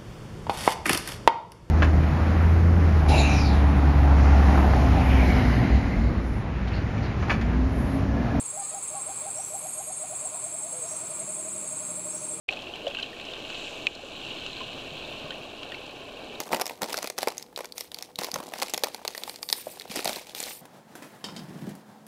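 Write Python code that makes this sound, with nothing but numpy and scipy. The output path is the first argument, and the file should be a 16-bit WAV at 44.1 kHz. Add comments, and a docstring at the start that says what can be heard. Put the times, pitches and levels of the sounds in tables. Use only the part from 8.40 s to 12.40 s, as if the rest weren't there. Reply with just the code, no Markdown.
"""Dense tropical bush, one microphone among the leaves. A dove gives a run of upward-leaping coos
that quicken and flatten into even hoots. Around it katydids buzz and rasp with tooth strikes of their
wings, and crickets chirp and trill in wing strokes. Farther off, birds whistle, hoot and squawk, and a
distant engine swells under the soft rush of open air. The foliage scatters the birds and crickets."""
import sys
import numpy as np
from scipy import signal
from scipy.fft import rfft, irfft
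from scipy.io import wavfile

SR = 44100
rng = np.random.default_rng(int(sys.argv[2]) if len(sys.argv) > 2 else 0)


def dump_mix(stems):
    """Bounce the given channels to the path in sys.argv[1] as a 16-bit WAV at rate SR."""
    frames = np.atleast_2d(stems).T  # one column per channel
    limited = np.clip(frames, -1, 1)  # hard clip at full scale
    pcm = np.round(limited * 32767).astype(np.int16)
    wavfile.write(sys.argv[1], SR, pcm)


N = 176400
T = np.arange(N) / SR


def dove():
    """Each coo swells on its low pitch, leaps up, holds loud and sags; the nearest trees echo it."""
    # Each row: start in seconds, length in seconds, moment of the leap as a share of it, level in dB.
    coos = [(0.126,0.11,0.42,-35),(0.308,0.083,0.44,-36),(.503,.094,0.47,-35),(0.66,0.066,0.5,-35.5),(0.812,.088,0.57,-35),(0.951,0.064,0.62,-35),
            (1.1,0.075,0.59,-35),(1.215,0.059,0.71,-35),(1.346,0.08,0.69,-36.5),(1.467,0.055,0.65,-36),(1.592,0.066,0.73,-35.5),(1.695,0.05,0.7,-35.5),
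            (1.807,0.066,0.72,-36.5),(1.913,0.05,0.74,-36.5),(2.022,0.056,0.77,-37),(2.119,0.047,0.73,-38),(2.22,0.062,0.71,-39.5),(2.321,0.044,.62,-39),
            (2.417,0.056,0.63,-39),(2.509,0.041,0.81,-37.5),(2.6,0.054,0.64,-40.5),(2.692,0.04,0.73,-38.5),(2.782,0.057,0.56,-39.5),(2.872,0.043,0.76,-39),
            (2.963,.047,0.72,-38.5),(3.045,0.051,0.43,-39.5),(3.142,0.043,.6,-39.5),(3.221,0.044,0.69,-39.5),(3.306,0.044,0.65,-40.5),(3.398,0.037,0.58,-40),
            (3.484,0.042,1,-37.5),(3.569,0.038,0.54,-39),(3.649,0.045,0.52,-40),(3.729,0.045,0.52,-42),(3.811,0.042,0.71,-39.5),(3.896,0.046,0.47,-41),(3.978,0.032,.5,-42)]
    # The leap shrinks along the run. Each row: time in seconds, low pitch in Hz, top pitch in Hz.
    pitches = [(.15,611.6,801.6),(.9,613.7,803),(1.42,616.5,809),(1.87,613,780),(2.27,618.4,697),(2.8,612,660),(3.3,604.6,636),(4,604,588)]
    attack_s, release_s, leap_s, sag_s = 0.0054, 0.01, 0.0029, 0.0059
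    creep_hz, swell_db_per_s, db_per_octave, echo_s = 22, 95, 9.5, 0.0162
    jitter = 1 + 0.0052 * walk(100)
    shimmer = undb(0.05 * walk(80))
    out = np.zeros(N)
    for start, length, leap_share, db in coos:
        on = (T >= start) & (T < start + length)
        t = T[on] - start
        leap_at = leap_share * length
        low, top = curve(pitches, start)
        lift = .5 + .5 * np.tanh((t - leap_at) / (2 * leap_s))
        sag = 0.53 * np.exp((t - length) / sag_s)
        creep = creep_hz * (t / leap_at - .5) * (1 - lift)
        hz = low + (top - low) * (lift - sag) + creep
        envelope = ramp(t / attack_s) * ramp((length - t) / release_s)
        swell_db = swell_db_per_s * np.minimum(t - leap_at, 0)
        gain = undb(db + swell_db + db_per_octave * np.log2(hz / top)) * shimmer[on]
        phase = turn(hz * jitter[on])
        out[on] += envelope * gain * (np.sin(phase) + undb(-26.5) * np.sin(2 * phase))
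    echo = undb(-15.5) * np.interp(T - echo_s, T, out, left=0)
    return bush(out + echo, wet_db=-8)


def near_cricket():
    """Near the microphone, chirps of two to four wing strokes, each arching in pitch."""
    # Each row: centre of the first stroke in seconds, number of strokes.
    chirps = [(0.013,3),(.201,3),(0.388,3),(.578,3),(0.768,2),(0.912,3),(1.149,2),(1.292,3),(1.481,4),(1.762,3),(1.951,3),(2.143,3),(2.330,3),(2.521,3),(2.708,3),(2.9,3),(3.088,3),(3.279,3),(3.468,3),(3.657,3),(3.846,3)]
    # Each row: seconds from the stroke's centre, pitch in Hz, relative level in dB.
    stroke = [(-.015,8450,-29),(-.01,8460,-8),(-.005,8505,0),(0,8520,2.2),(.004,8490,1.5),(.008,8380,-3),(.014,8180,-16)]
    stroke_gap_s = 0.0475
    out = np.zeros(N)
    for start, count in chirps:
        for k in range(count):
            size, tune = rng.standard_normal(2)
            on, tone = note(T - start - k * stroke_gap_s, stroke, waver=1 + 0.0022 * tune)
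            out[on] += tone * undb(-31.5 + 1.1 * size)
    return bush(out, wet_db=-6)


def katydids():
    """Overlapping strikes ring wings near 7.6 kHz; a finer sizzle lies above, far cricket haze below."""
    # The clearest singers. Each row: tooth strikes per second, relative level in dB.
    singers = [(66,-18),(76.6,-13),(139.1,-16.5)]
    # Wing resonances of the buzz and the sizzle. Each row: frequency in Hz, gain in dB.
    buzz_colour = [(6700,-29),(7050,-20),(7230,-4.5),(7320,-13.5),(7440,3),(7680,5.5),(7820,4.5),(7930,-8),(8150,0.5),(8420,-0.5),(8560,-0.5),(8700,-9),(9000,-30.5)]
    sizzle_colour = [(8300,-31),(8700,-3),(8812,2.5),(8950,-1.5),(9170,-2),(9260,4),(9380,-2),(9850,-6.5),(10012,-1),(10270,0.5),(10420,-3.5),(10570,-5.5),(10900,-17.5),(11300,-13),(11700,-22.5),(12300,-31)]
    chorus = sum(undb(db) * strikes(rate, ring_s=0.0044, blur=0.235) for rate, db in singers)
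    buzz = level(colour(chorus, buzz_colour), db=-40) * undb(0.2 * walk(30))
    sizzle = level(colour(strikes(rate=100, ring_s=0.0055, blur=1), sizzle_colour), db=-44.5)
    haze = level(walk(150) * np.sin(turn(hz=np.full(N, 6580.))), db=-56)
    return buzz + sizzle + haze


def near_katydid():
    """Even rasps in two bouts: tooth strikes ring the wings near 7.6 kHz and an octave above."""
    # Each row: first rasp in seconds, end of the bout in seconds.
    bouts = [(-.003,1.17),(1.609,4.0)]
    # Wing resonances. Each row: frequency in Hz, gain in dB.
    wing_colour = [(7050,-41.5),(7300,-11.5),(7450,0.5),(7620,3.5),(7820,-0.5),(7960,-8.5),(8120,-4.5),(8350,-24),(8700,-41)]
    gap_s, width_s = 0.0893, 0.023
    centres = [t for first, end in bouts for t in np.arange(first, end, gap_s)]
    envelope = sum(np.exp(-.5 * ((T - t) / width_s) ** 2) for t in centres)
    body = level(colour(strikes(rate=145, ring_s=0.0028, blur=0.37), wing_colour), db=-39)
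    octave = undb(-58) * walk(260) * np.sin(turn(hz=np.full(N, 15330)))
    return np.sqrt(envelope) * body + envelope * octave


def insect_trill():
    """One brief trill of fast, even strokes, each falling in pitch."""
    # Each row: time in seconds, level in dB.
    levels = [(.97,-72),(1.06,-49),(1.2,-44.5),(1.45,-44),(1.48,-43),(1.505,-60)]
    strokes_per_s, top_hz, fall_hz = 111, 11980, 1550
    stroke = np.cumsum(strokes_per_s * (1 + .02 * walk(55))) / SR % 1
    hz = top_hz - fall_hz * stroke + 200 * walk(860)
    tone = np.sin(np.pi * stroke) ** .5 * np.sin(turn(hz))
    on = (T > levels[0][0]) & (T < levels[-1][0])
    return bush(tone * undb(curve(levels)[0]) * on, wet_db=-9)


def far_crickets():
    """Three crickets farther off: pure trills whose strokes are blurred by the foliage."""
    # Each row: time in seconds, relative level in dB.
    steady = [(0,-60),(.5,-51.5),(.6,-54),(1.1,-64),(1.24,-53.5),(1.56,-54),(1.6,-69),(1.98,-70),(2.04,-51.5),(2.14,-64),(2.24,-54.5),(2.52,-50.5),(2.63,-60),(3.18,-72),(3.25,-55),(3.44,-48.5),(3.55,-62),(3.65,-62),(3.7,-53),(3.84,-50),(3.92,-65)]
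    pulsed = [(0,-54),(.38,-55),(.48,-68),(1.24,-70),(1.29,-53),(1.9,-54),(2.0,-68),(2.7,-69),(2.78,-54),(3.37,-54),(3.46,-68)]
    faint = [(0,-54),(.35,-54),(1.15,-68),(1.35,-54),(1.85,-52),(2.05,-65),(2.85,-57),(3.3,-57),(3.9,-66)]

    def cricket(levels, hz, rate, depth_db, gain_db, wet_db):
        strokes = undb(depth_db * np.cos(turn(rate * (1 + 0.012 * walk(2.4)))))
        tone = strokes * np.sin(turn(hz * (1 + 0.00191 * walk(60))))
        return level(bush(tone, wet_db), gain_db) * undb(curve(levels)[0])

    return (cricket(steady, hz=6602, rate=18, depth_db=4.2, gain_db=3.5, wet_db=-3.5)
            + cricket(pulsed, hz=6770, rate=20, depth_db=13, gain_db=4, wet_db=-4)
            + cricket(faint, hz=6991, rate=14.2, depth_db=6, gain_db=-1.5, wet_db=-6))


def far_whistles():
    """A far bird's rising whistles, husky from a fast waver in pitch."""
    # Each row: start in seconds, level in dB.
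    whistles = [(0.936,-54),(2.448,-55),(3.70,-56)]
    # Each row: seconds into the whistle, pitch in Hz, relative level in dB.
    shape = [(0,4850,-8),(.018,5200,1),(.035,5600,6),(.075,5900,5),(.1,6200,8),(.14,6560,-1),(.18,6725,-17)]
    out = np.zeros(N)
    for start, db in whistles:
        on, tone = note(T - start, shape, waver=1 + 0.026 * walk(540))
        out[on] += undb(db) * tone
    return bush(out, wet_db=2)


def far_hoots():
    """Birds deep in the trees hoot pure tones, each bending through three pitches."""
    # Each row: start and length in seconds, first, middle and last pitch in Hz, level in dB.
    hoots = [(.505,0.14,1149,1108,955,-45.5),(1.9,.11,1108,1010,860,-48),(2.19,0.053,868,840,875,-50.5),(2.305,0.162,471,505,417,-45),(3.92,0.085,480,470,440,-47)]
    out = np.zeros(N)
    for start, length, first, middle, last, db in hoots:
        on = (T >= start) & (T < start + length)
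        progress = (T[on] - start) / length
        hz = np.polyval(np.polyfit([0, .5, 1], [first, middle, last], 2), progress)
        out[on] += undb(db) * np.sin(np.pi * progress) * np.sin(turn(hz))
    return bush(out, wet_db=-10)


def far_squawk():
    """A faint, raspy squawk in two notes: ten harmonics on an unsteady pitch."""
    # Each row: start in seconds, length in seconds, pitch in Hz, level in dB.
    notes = [(0.204,0.067,599,-49),(0.265,0.11,640,-52.5)]
    # Each row: frequency in Hz, gain in dB.
    voice_colour = [(700,-28),(1220,6),(1830,-1),(2500,-10),(3700,-2),(4600,3),(5500,-9),(6500,-30)]
    out = np.zeros(N)
    for start, length, hz, db in notes:
        phase = turn(hz * (1 + 0.021 * walk(430)))
        harmonics = sum(np.sin(k * phase) for k in range(1, 11))
        envelope = np.sin(np.pi * np.clip((T - start) / length, 0, 1))
        out += envelope * level(colour(harmonics, voice_colour), db)
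    return bush(out, wet_db=-4)


def engine():
    """A distant engine pulls, changes gear and pulls again, over its own rumble."""
    # Each row: time in seconds, firing rate in Hz, gain in dB.
    drive = [(0,31.92,-100),(1.9,34.7,-62),(2.6,37.7,-58.5),(3.2,39.47,-50.5),(3.25,37.1,-51),(3.3,34.28,-54),(3.65,35.5,-51.5),(4,36.83,-51)]
    # Each row: multiple of the firing rate, relative level in dB.
    orders = [(3,-15.5),(5,0),(7,-5.5),(8,-6),(9,-1),(10,-10.5),(11,-10)]
    # Each row: frequency in Hz, gain in dB.
    rumble_colour = [(50, -48), (130, -3), (330, -3), (520, -3.5), (1000, -29), (3000, -71)]
    firing_hz, gain_db = curve(drive)
    phase = turn(firing_hz * (1 + 0.0021 * walk(15)))
    drone = sum(undb(db + 1.8 * walk(2.5)) * np.sin(k * phase) for k, db in orders)
    rumble = colour(rng.standard_normal(N), rumble_colour)
    return (level(drone, db=0) + level(rumble, db=-6)) * undb(gain_db)


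def air():
    """The soft rush of open air and leaves, drifting a little in level."""
    # Each row: frequency in Hz, gain in dB.
    rush_colour = [(30,-35),(70,-11),(100,-3.5),(140,1.5),(220,-6.5),(400,-3.5),(700,-6),(1050,-2),(1350,-7),(1750,-15),(2050,-12.5),(2400,-6),(3000,-16.5),(3550,-14),(3950,-15.5),(4450,-10.5),(5000,-19),(6000,-25.5),(10000,-20.5),(12500,-36),(14200,-30),(15600,-22.5)]
    return level(colour(rng.standard_normal(N), rush_colour), db=-48) * undb(0.68 * walk(2.1))


def bush(x, wet_db):
    """Direct sound plus its scatter from leaves and trunks, at equal total power."""
    t60_s, build_s = 0.67, 0.0082
    t = T[:SR]
    tail = rng.standard_normal(SR) * np.exp(-np.log(1000) * t / t60_s) * ramp(t / build_s)
    wet = signal.fftconvolve(x, tail / np.linalg.norm(tail))[:N]
    return (x + undb(wet_db) * wet) / np.hypot(1, undb(wet_db))


def strikes(rate, ring_s, blur):
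    """Uneven wing strikes, about rate a second, each a short burst that dies into a blur of echoes."""
    cycles = np.cumsum(rate * (1 + .06 * walk(25))) / SR + rng.random()
    size = undb(2 * rng.standard_normal(N))[cycles.astype(int)]
    decay = np.exp(-(cycles % 1) / rate / ring_s)
    return level((size * decay + blur) * rng.standard_normal(N), db=0)


def note(t, shape, waver):
    """A pure note along rows of seconds, Hz and dB; returns where it sounds and its samples."""
    on = (t >= shape[0][0]) & (t <= shape[-1][0])
    hz, db = curve(shape, t[on])
    return on, undb(db) * np.sin(turn(hz * (waver * np.ones(N))[on]))


def undb(db):
    """Decibels to gain."""
    return 10 ** (np.asarray(db) / 20)


def level(x, db):
    """Set the rms level."""
    return x * undb(db) / np.sqrt(np.mean(x ** 2))


def curve(rows, t=T):
    """Each column after the first, joined by straight lines in time."""
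    times, *columns = np.array(rows, float).T
    return [np.interp(t, times, column) for column in columns]


def colour(x, points):
    """Filter by points of Hz and dB."""
    hz, db = np.array(points, float).T
    f = np.maximum(np.fft.rfftfreq(N, 1 / SR), 1)
    return irfft(rfft(x) * undb(np.interp(np.log(f), np.log(hz), db)), N)


def walk(rate):
    """Smooth random drift, about rate changes a second, spread 1."""
    f = np.fft.rfftfreq(N, 1 / SR)
    lowpass = np.exp(-(f / rate) ** 2) * (f > 0)
    return level(irfft(rfft(rng.standard_normal(N)) * lowpass, N), db=0)


def turn(hz):
    """Phase in radians of a moving frequency."""
    return 2 * np.pi * np.cumsum(hz) / SR


def ramp(u):
    """Smooth step from 0 to 1."""
    return np.sin(np.pi / 2 * np.clip(u, 0, 1)) ** 2


def scene():
    """All sources at one microphone."""
    crickets = near_cricket() + far_crickets()
    calls = dove() + crickets + katydids() + near_katydid() + insect_trill()
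    background = far_whistles() + far_hoots() + far_squawk() + engine() + air()
    return (calls + background)[None]


def record(dry):
    """The recorder cuts the treble steeply above 15.55 kHz."""
    return signal.sosfilt(signal.ellip(10, .2, 70, 15550, fs=SR, output="sos"), dry)


dry = scene()
out = record(dry)
dump_mix(out)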